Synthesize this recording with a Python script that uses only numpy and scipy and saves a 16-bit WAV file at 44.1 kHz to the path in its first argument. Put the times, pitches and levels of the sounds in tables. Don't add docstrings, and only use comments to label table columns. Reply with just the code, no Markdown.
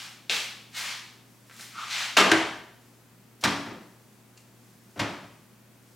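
import sys
import numpy as np
from scipy import signal
from scipy.fft import rfft, irfft
from scipy.io import wavfile

SR = 44100
rng = np.random.default_rng(int(sys.argv[2]) if len(sys.argv) > 2 else 0)


def dump_mix(stems):
    frames = np.atleast_2d(stems).T
    limited = np.clip(frames, -1, 1)
    pcm = np.round(limited * 32767).astype(np.int16)
    wavfile.write(sys.argv[1], SR, pcm)


N = 262395
TIME = np.arange(N) / SR
BAND_EDGES = np.geomspace(28, 17500, 25)
BAND_CENTRES = np.sqrt(BAND_EDGES[1:] * BAND_EDGES[:-1])
BAND_FILTERS = [signal.butter(2, pair, "band", fs=SR, output="sos")
                for pair in zip(BAND_EDGES, BAND_EDGES[1:])]

# (frequency [Hz], time [s])
ROOM_FADE = [(100, 0.84), (260, 0.69), (700, 0.7), (1840, 0.65), (4850, 0.66), (8000, 0.6), (13000, 0.63)]
# (frequency [Hz], level [dB])
ROOM_TONE = [(100, -0.5), (1000, 0.5), (4000, -3.5), (8000, -2), (15000, -3)]
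# (frequency [Hz], level [dB])
RUB_HISS = [(100, -47.5), (2000, -22.5), (5000, -3), (9000, -6), (15000, -15.5)]
# (time [s], level [dB], thump [dB], brightness [dB per octave], rattle decay [s], shelf ring [dB])
KNOCKS = [(2.167, -9.5, -16, 0, 0.02, -22), (2.202, -13.5, -5, -0.5, .008, 8),
          (2.26, -13.5, -26, -7, 0.0045, 0), (2.3148, -7.5, -8.5, -0.76, 0.0046, -1),
          (3.408, -63, 2, 8.5, .03, -17), (3.428, -30, -1, -4.5, 0.017, -18),
          (3.437, -16.5, 8, 1, 0.011, -14), (3.447, -18, -0.5, -4.5, 0.0094, -13),
          (3.660, -36.5, 11.5, -4, 0.02, -8), (3.708, -35.5, -6, -5.5, 0.0078, -4.5),
          (4.958, -38, -2.5, -8.5, 0.016, -11), (4.973, -41, 22, -2.5, .02, -15),
          (4.9919, -20.5, 7.5, -1.5, 0.016, 1.5), (5.240, -43.5, 6, -3, .007, -8)]


def from_db(db):
    return 10 ** (np.asarray(db) / 20)


def unit_power(x):
    return x / np.sqrt(np.mean(x ** 2) + 1e-20)


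def lowpass(x, hz, order=2):
    return signal.sosfilt(signal.butter(order, hz, fs=SR, output="sos"), x)


def add(track, s, sound):
    start = round(s * SR)
    track[start:start + len(sound)] += sound[:N - start]


def per_band(points):
    hz, value = np.transpose(points)
    return np.interp(np.log(BAND_CENTRES), np.log(hz), value)[:, None]


def band_noise(size):
    white = rng.standard_normal((2, size + SR // 4))
    return np.array([signal.sosfilt(sos, white[k % 2])[-size:] for k, sos in enumerate(BAND_FILTERS)])


def shaped_noise(tone):
    hz, db = np.transpose(tone)
    bins_hz = np.arange(1, N // 2 + 2) * SR / N
    gains = from_db(np.interp(np.log(bins_hz), np.log(hz), db))
    return unit_power(irfft(rfft(rng.standard_normal(N)) * gains, N))


def stereo_noise(gains, size, wider_db=0):
    # (frequency [Hz], side level compared with mid [dB])
    width = [(60, -17), (250, -15), (600, -13), (2000, -11.5), (6000, -10), (14000, -13)]
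    mid = (band_noise(size) * gains).sum(0)
    side = (band_noise(size) * gains * from_db(per_band(width) + wider_db)).sum(0)
    return np.array([mid + side, mid - side])


def stroke(s, rise_s, fall_db_per_s, hold_s=0, sag_db_per_s=0, rise_db=29.5):
    t = TIME - s
    swell_db = rise_db * np.minimum(t, 0) / rise_s
    sag_db = sag_db_per_s * np.clip(t, 0, hold_s)
    fall_db = fall_db_per_s * np.maximum(t - hold_s, 0)
    return from_db(swell_db - sag_db - fall_db) + 1e-9


def ping(hz, width_hz):
    r = np.exp(-np.pi * width_hz / SR)
    feedback = [1, -2 * r * np.cos(2 * np.pi * hz / SR), r * r]
    wave = signal.lfilter([1, 0, -1], feedback, signal.unit_impulse(SR // 50))
    return wave / np.abs(wave).max()


def snaps(events, tones, room_db):
    # (delay [s], level [dB])
    echoes = [(.0054, -4), (.0137, -13), (.0305, -9)]
    out = np.zeros(N)
    snap = sum(from_db(db) * ping(hz, width_hz) for hz, width_hz, db in tones)
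    for s, level_db in events:
        for delay, db in [(0.00097, 0.00089)] + echoes:
            add(out, s + delay, from_db(level_db + db) * snap)
    out = lowpass(out + 1e-18, 8000)
    return np.array([out, from_db(room_db) * out])


def struck(tones, blows, swell_s, spread_db=4.0):
    out, t = np.zeros(N), TIME[:SR]
    hz, tone_db, fade_s = np.transpose(tones)[:, :, None]
    fade = np.exp(-np.log(1000) * t / fade_s) * (1 - np.exp(-t / swell_s))
    for s, blow_db in blows:
        strength = from_db(blow_db + tone_db + spread_db * rng.standard_normal(hz.shape))
        waves = np.sin(2 * np.pi * (hz * t + rng.random(hz.shape)))
        add(out, s, (strength * fade * waves).sum(0))
    return out


def compressor_and_fan(air_db=-57.5):
    # (frequency [Hz], level [dB])
    hum_tones = [(118.6, -61.5), (237.2, -72.5), (355.8, -75)]
    # (frequency [Hz], level [dB])
    air_tone = [(30, -27.5), (50, -10), (80, -15.5), (150, -5), (210, -0.5), (310, -7), (450, -12),
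                (1000, -15.5), (2000, -18.5), (4000, -24), (6300, -24.5), (9000, -25), (15500, -26.5)]
    hum = sum(from_db(db) * np.sqrt(2) * np.sin(2 * np.pi * (hz * TIME + rng.random()))
              for hz, db in hum_tones)
    air = unit_power(stereo_noise(from_db(per_band(air_tone)), N, wider_db=5.5))
    return hum + from_db(air_db) * air


def reflections(x, build_s=0.0026):
    t = TIME[:SR]
    rate = np.log(1000) / per_band(ROOM_FADE)
    fade = np.sqrt(2 * rate / SR) * np.exp(-rate * t) * (1 - np.exp(-t / build_s))
    echo = stereo_noise(fade * from_db(per_band(ROOM_TONE)), len(t))
    return signal.fftconvolve(x[None], echo, axes=1)[:, :N]


def scatter(x, build_s=0.0013):
    build = np.exp(-1 / (build_s * SR))
    keeps = from_db(-120 / (per_band(ROOM_FADE)[:, 0] * SR))
    energy = []
    for sos, keep, width_hz in zip(BAND_FILTERS, keeps, np.diff(BAND_EDGES)):
        power = signal.sosfilt(sos, x) ** 2 * SR / 2 / width_hz
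        energy.append(signal.lfilter([(1 - keep) * (1 - build)], [1, -keep - build, keep * build], power))
    return stereo_noise(np.sqrt(np.abs(energy)) * from_db(per_band(ROOM_TONE)), N)


def kitchen_echo(x, mirrored=0.44):
    return np.sqrt(mirrored) * reflections(x) + np.sqrt(1 - mirrored) * scatter(x)


def sleeve():
    # (time [s], level [dB])
    brushes = [(1.299, -72), (2.85, -73), (3.82, -73), (4.09, -79), (4.64, -72), (4.95, -70.5),
               (5.3, -76.5), (5.9, -72)]
    swells = sum(from_db(db) * stroke(s, rise_s=0.32, fall_db_per_s=54) for s, db in brushes)
    return swells * shaped_noise(RUB_HISS)


def plastic_ticks():
    # (time [s], level [dB])
    ticks = [(4.3705, -50), (4.3745, -43), (4.377, -44)]
    # (frequency [Hz], width [Hz], level [dB])
    tick_tones = [(2790, 230, -8.5), (4500, 940, -2), (6640, 2100, 4)]
    return snaps(ticks, tick_tones, room_db=1.5)


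def footsteps():
    # (time [s], level [dB])
    slaps = [(.2935, -31), (.2962, -9.5)]
    # (frequency [Hz], width [Hz], level [dB])
    slap_tones = [(516, 520, -15), (2670, 480, -3.5), (3530, 540, -2.5)]
    # (time [s], level [dB])
    taps = [(.776, -44), (1.497, -38), (1.511, -37), (1.596, -32)]
    # (frequency [Hz], width [Hz], level [dB])
    tap_tones = [(516.6, 600, -11), (1550, 772, 2)]
    return snaps(slaps, slap_tones, room_db=6.5) + snaps(taps, tap_tones, room_db=1.5)


def sole_squeak(pitch_hz=1270, waver_hz=115):
    # (time [s], level [dB])
    catches = [(1.763, -41.5), (1.79, -36), (1.836, -39)]
    grip = sum(from_db(db) * stroke(s, rise_s=0.034, fall_db_per_s=800.5) for s, db in catches)
    waver = lowpass(rng.standard_normal((2, N)), waver_hz)
    phase = 2 * np.pi * pitch_hz * TIME
    return grip * unit_power(waver[0] * np.sin(phase) + waver[1] * np.cos(phase))


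def sliding_soles(grit_db=3.0, grains_per_s=500):
    # (time of full pressure [s], level [dB], added to level for hiss [dB], press [s], slide [s])
    scuffs = [(0, -42, -10, .004, .002), (0.302, -34, -10, 0.0062, 0.044), (0.771, -37, -6.5, .06, .006),
              (.85, -40.5, -23, 0.1, 0.051), (1.598, -53.5, 0, 0.19, .02), (1.80, -46, -20, 0.17, 0.052),
              (1.917, -35.5, -20.5, 0.074, .11)]
    # (frequency [Hz], level [dB])
    sole_tone = [(100, -41), (430, -35), (560, -17.5), (750, -9.5), (1100, -4.5), (2400, 3), (4200, 0.5),
                 (6500, -6), (9000, -16.5), (15000, -29.5)]
    rub, hiss = 0, 0
    for s, level_db, hiss_db, press_s, slide_s in scuffs:
        push = from_db(level_db) * stroke(s, press_s, fall_db_per_s=223, hold_s=slide_s, sag_db_per_s=32)
        rub += push
        hiss += from_db(hiss_db) * push
    grit = np.interp(TIME * grains_per_s, np.arange(N), rng.standard_normal(N))
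    return from_db(grit_db * grit) * (rub * shaped_noise(sole_tone) + hiss * shaped_noise(RUB_HISS))


def shelf_and_cabinet_ring():
    # (frequency [Hz], level [dB], time to fade by 60 dB [s])
    shelf_tones = [(323.4, -16, 0.35), (347, -27.5, 0.19), (408, -19, 0.23), (629, -29.5, 0.428),
                   (983, -33, 0.52), (1110, -29, 0.44), (1212, -29, 0.401), (1597, -26, .4),
                   (1800, -28, 0.37), (1920, -26, 0.41), (1977, -22, 0.25), (2100, -33, .45),
                   (2130, -28.5, 0.21), (2816, -25.5, 0.48), (3090, -32, 0.72), (3120, -28, 0.27),
                   (4573, -50, 0.36)]
    # (frequency [Hz], level [dB], time to fade by 60 dB [s])
    cabinet_tones = [(76.9, -36.5, 0.37), (106, -21.5, 0.37), (136.7, -28, .35), (195, -25, 0.5),
                     (286, -26, 0.7)]
    s, level_db, thump_db, *_, ring_db = np.transpose(KNOCKS)
    ring = struck(shelf_tones, zip(s, level_db + ring_db), swell_s=0.0052)
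    boom = struck(cabinet_tones, zip(s, level_db + thump_db), swell_s=0.015)
    return ring + boom


def bottle_clacks(width_hz=150):
    # (time [s], level [dB], pitch [Hz])
    clacks = [(2.182, -7.5, 1260), (2.3148, -7, 1600), (3.452, -15, 1780)]
    return sum(snaps([(s, db)], [(hz, width_hz, 0)], room_db=-6.5) for s, db, hz in clacks)


def bottle_knocks(thump_hz=210, pivot_hz=1000, bass_stretch=0.13, bass_wait_s=0.0091, grit_db=3):
    # (frequency [Hz], level [dB])
    knock_tone = [(45, -48), (70, -26.5), (115, -10), (200, 0), (340, -1.5), (490, -5), (800, -1.5),
                  (1400, -0.5), (2200, -1), (3200, -2), (5500, -7.5), (8000, -16.5), (12000, -24.5),
                  (16000, -33.5)]
    out, t = np.zeros(N), TIME[:SR // 5]
    hz = BAND_CENTRES[:, None]
    cabinet = 1 / (1 + (hz / thump_hz) ** 4)
    age = np.maximum(t - bass_wait_s * cabinet, 0) / (1 + bass_stretch * pivot_hz / (hz + thump_hz))
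    rise = 1 - np.exp(-age / 0.0031)
    octaves = np.log2(np.maximum(hz / pivot_hz, 0.5))
    energy_share = np.diff(BAND_EDGES)[:, None] * from_db(per_band(knock_tone)) ** 2
    energy_share /= energy_share.sum()
    for s, level_db, thump_db, brightness, decay_s, _ in KNOCKS:
        chatter = np.interp(t * 1000, np.arange(len(t)), rng.standard_normal(len(t)))
        roughness = from_db(grit_db * chatter * hz / (hz + pivot_hz))
        rattle = band_noise(len(t)) * rise * np.exp(-age / decay_s) * roughness
        rattle *= np.sqrt(energy_share * decay_s * SR / 2 / (rattle ** 2).sum(1, keepdims=True))
        gains = from_db(level_db + thump_db * cabinet + brightness * octaves)
        add(out, s, (rattle * gains).sum(0))
    return out


def scene(left_db=0.48, knock_room_db=3, slide_room_db=8):
    knocks = bottle_knocks()
    sliding = sliding_soles() + sleeve()
    squeak = sole_squeak()
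    clicks, clicks_to_room = footsteps() + bottle_clacks() + plastic_ticks()
    dulled = lowpass(knocks, 6500, order=1)
    to_room = from_db(knock_room_db) * dulled + from_db(slide_room_db) * sliding + squeak + clicks_to_room
    room = kitchen_echo(to_room)
    direct = knocks + shelf_and_cabinet_ring() + sliding + clicks + squeak
    return (direct + room + compressor_and_fan()) * from_db([[left_db], [-left_db]])


def record(dry, low_cut_hz=57, high_cut_hz=15900):
    thin = signal.sosfilt(signal.butter(4, low_cut_hz, "high", fs=SR, output="sos"), dry)
    rounded = 0.8 * np.tanh(thin / 0.8)
    return signal.sosfilt(signal.ellip(10, 0.1, 80, high_cut_hz, fs=SR, output="sos"), rounded)


dry = scene()
out = record(dry)
dump_mix(out)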